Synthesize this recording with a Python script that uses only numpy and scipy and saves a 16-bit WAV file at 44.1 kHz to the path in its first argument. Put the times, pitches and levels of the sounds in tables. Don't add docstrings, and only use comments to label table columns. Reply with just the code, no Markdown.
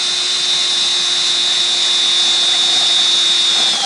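import sys
import numpy as np
from scipy import signal
from scipy.fft import rfft, irfft, next_fast_len
from scipy.io import wavfile
from scipy.ndimage import uniform_filter1d, map_coordinates

SR = 44100
rng = np.random.default_rng(int(sys.argv[2]) if len(sys.argv) > 2 else 0)


def dump_mix(stems):
    frames = np.atleast_2d(stems).T
    limited = np.clip(frames, -1, 1)
    pcm = np.round(limited * 32767).astype(np.int16)
    wavfile.write(sys.argv[1], SR, pcm)


N = 169785

# time_s, speed_turns_per_s
MOTOR_SPEED = [(0, 119.2), (.2, 119.3), (.36, 119.55), (.6, 118.8), (.7, 118.9), (1.02, 118.27),
               (1.3, 117.92), (1.55, 118.0), (1.97, 117.48), (2.45, 117.4), (2.7, 116.42), (2.85, 116.34),
               (2.95, 116.86), (3.35, 116.3), (3.48, 115.9), (3.53, 115.1), (3.58, 115.55), (3.7, 113.7),
               (3.78, 110.5), (3.85, 105.6)]


def amp(db):
    return 10 ** (np.asarray(db) / 20)


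def unit(x):
    return x / np.sqrt(np.mean(x ** 2) + 1e-20)


def curves(rows):
    times_s, *columns = np.transpose(rows)
    return [np.interp(np.arange(N) / SR, times_s, column) for column in columns]


def wobble(rate):
    knots = rng.standard_normal(int(N * rate / SR) + 4)
    return map_coordinates(knots, [np.arange(N) * rate / SR])


def filtered(x, response):
    size = next_fast_len(N + 8192)
    spectrum = rfft(x, size) * response(np.fft.rfftfreq(size, 1 / SR))
    return irfft(spectrum, size)[..., :N]


def coloured(x, spectrum):
    points_hz, points_db = np.transpose(spectrum)

    def response(hz):
        return amp(np.interp(np.log(hz + 1), np.log(points_hz), points_db))

    return unit(filtered(x, response))


def patchy(x, depth_db):
    cells = signal.stft(x, nperseg=512)[2]
    field = rng.standard_normal(cells.shape)
    field = uniform_filter1d(field, size=3, axis=0)
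    field = uniform_filter1d(field, size=10, axis=1)
    return signal.istft(cells * amp(depth_db * unit(field)), nperseg=512)[1][:N]


def rotor():
    jitter_share, jitter_rate = 0.00071, 45
    speed, = curves(MOTOR_SPEED)
    unsteady = speed * (1 + jitter_share * wobble(jitter_rate))
    return 2 * np.pi * np.cumsum(unsteady) / SR


def hiss(angle):
    # frequency_hz, density_db_per_hz
    air_spectrum = [(30, -62.5), (60, -40), (100, -26.5), (160, -14), (250, -15), (420, -19.5),
                    (650, -13.5), (760, -10.5), (930, -15), (1100, -11.5), (1800, -10), (2080, -8),
                    (2300, -10), (2800, -9.5), (3350, -8.5), (3600, -1.5), (4150, 1), (4350, -4),
                    (4530, -2.5), (4750, -4), (5500, -4.5), (6700, -8.5), (7000, -11), (8450, -12.5),
                    (8800, -15), (9600, -19), (10350, -18), (10600, -32)]
    # time_s, level_db
    air_level = [(0, -20.5), (1.5, -20), (2.9, -19.5), (3.65, -19.5), (3.85, -19.5)]
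    level_db, = curves(air_level)
    pulsing = amp(0.8 * (np.sin(3 * angle) + np.sin(6 * angle)))
    rattle = amp(0.73 * wobble(500) + 0.29 * wobble(25.07))
    air = patchy(rng.standard_normal(N), depth_db=1.42)
    return amp(level_db) * coloured(air * pulsing * rattle, air_spectrum)


def grind():
    # frequency_hz, density_db_per_hz
    grind_spectrum = [(40, -56), (100, -27), (190, -2), (420, -4), (600, -2.5), (760, 5), (950, -3.5),
                      (1400, -1), (2500, -10.5), (5000, -22)]
    # time_s, level_db
    grind_level = [(0, -43), (1.8, -38.5), (2.4, -37.5), (2.8, -34), (3.15, -38.5), (3.42, -41.5),
                   (3.6, -28), (3.72, -33), (3.85, -29.5)]
    level_db, = curves(grind_level)
    grains = rng.standard_normal(N) * amp(3.4 * wobble(250) + 1.8 * wobble(35))
    return amp(level_db) * coloured(grains, grind_spectrum)


def squeaks():
    # centre_s, length_s, pitch_hz, level_db, pitch_scatter (share of pitch)
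    squeak_rows = [(2.547, .02, 736, -29, .06), (2.636, 0.02, 730, -27, 0.05), (2.732, .03, 740, -33, 0.02),
                   (2.769, .02, 739, -29.5, 0.03), (2.814, 0.015, 730, -27.5, .06),
                   (2.861, .014, 759, -28.5, 0.07), (2.903, .024, 756, -30.5, .07),
                   (2.992, .022, 760, -29, 0.02), (3.68, .024, 800, -29, 0.08),
                   (3.786, 0.018, 790, -24.5, 0.04), (3.841, 0.027, 782, -19.5, 0)]
    overtone_db = -18
    t = np.arange(N) / SR
    out = np.zeros(N)
    for centre_s, length_s, pitch_hz, level_db, scatter in squeak_rows:
        rough_pitch = pitch_hz * (1 + scatter * wobble(300))
        slip = 2 * np.pi * np.cumsum(rough_pitch) / SR
        swell = np.exp(-(2 * (t - centre_s) / length_s) ** 2)
        voice = unit(np.sin(slip) + amp(overtone_db) * np.sin(2 * slip))
        out += amp(level_db) * swell * voice
    return out


def tone(angle, order, rough, flutter_rate):
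    flutter = 1 + rough * (wobble(flutter_rate) + 1j * wobble(flutter_rate))
    phase = order * angle + rng.uniform(0, 2 * np.pi)
    return unit(np.real(flutter * np.exp(1j * phase)))


def sway(angle, ratio, depth_db):
    return unit(amp(depth_db * np.sin(ratio * angle + rng.uniform(0, 2 * np.pi))))


def housing(hz):
    centre_hz, half_width_hz, peak_db = 5175, 28, 13
    return amp(peak_db / (1 + ((hz - centre_hz) / half_width_hz) ** 2))


def whine(angle):
    # time_s, lower_tone_db, upper_tone_db
    main_level = [(0, -21, -24), (.42, -22.5, -25), (.5, -20, -21), (.95, -22, -20), (1.15, -23, -19.5),
                  (1.4, -21, -19), (1.8, -21, -19.5), (1.95, -19, -18), (2.45, -18, -18), (2.7, -21, -16),
                  (3.0, -18.5, -16), (3.25, -20, -16), (3.7, -20, -17), (3.76, -21, -25),
                  (3.85, -24.5, -26)]
    # time_s, level_db
    third_level = [(0, -27), (1.2, -26), (2.6, -32), (3.2, -29), (3.85, -34)]
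    weak_orders = {3: -40.5, 6: -48, 9: -42.9, 12: -49, 15: -47, 18: -44.5, 21: -38, 24: -42.5, 27: -40.5,
                   35: -40.5, 36: -36.5, 38: -36, 42: -36.5, 45: -48.5, 46: -34, 48: -45.5, 57: -48, 63:
                   -47, 66: -47.8, 72: -49, 78: -44.5, 81: -60.5}
    carrier_ratio, chuck_ratio = 0.195, 1 / 13
    seat_s, seat_fade_s, seat_dip_db = 3.72, 0.07, 12

    lower_db, upper_db = curves(main_level)
    third_db, = curves(third_level)
    speed, = curves(MOTOR_SPEED)

    lower = amp(lower_db) * tone(angle, order=30, rough=0.08, flutter_rate=20)
    lower *= sway(angle, chuck_ratio, depth_db=0.96)
    upper = amp(upper_db) * tone(angle, order=32, rough=0.073, flutter_rate=40)
    upper *= sway(angle, carrier_ratio, depth_db=1.37)
    third = amp(third_db) * tone(angle, order=34, rough=0.16, flutter_rate=40)
    third *= sway(angle, chuck_ratio, depth_db=1.9)

    weak = np.zeros(N)
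    for order, level_db in weak_orders.items():
        voice = tone(angle, order, rough=0.11, flutter_rate=25)
        weak += amp(level_db) * housing(order * speed) * voice

    seating = np.clip((np.arange(N) / SR - seat_s) / seat_fade_s, 0, 1)
    return lower + upper + amp(-seat_dip_db * seating) * (third + weak)


def scene():
    angle = rotor()
    sound = hiss(angle) + grind() + squeaks() + whine(angle)
    return np.array([sound, sound])


def record(dry):
    top_hz = 10650
    return filtered(dry, lambda hz: hz < top_hz)


dry = scene()
out = record(dry)
dump_mix(out)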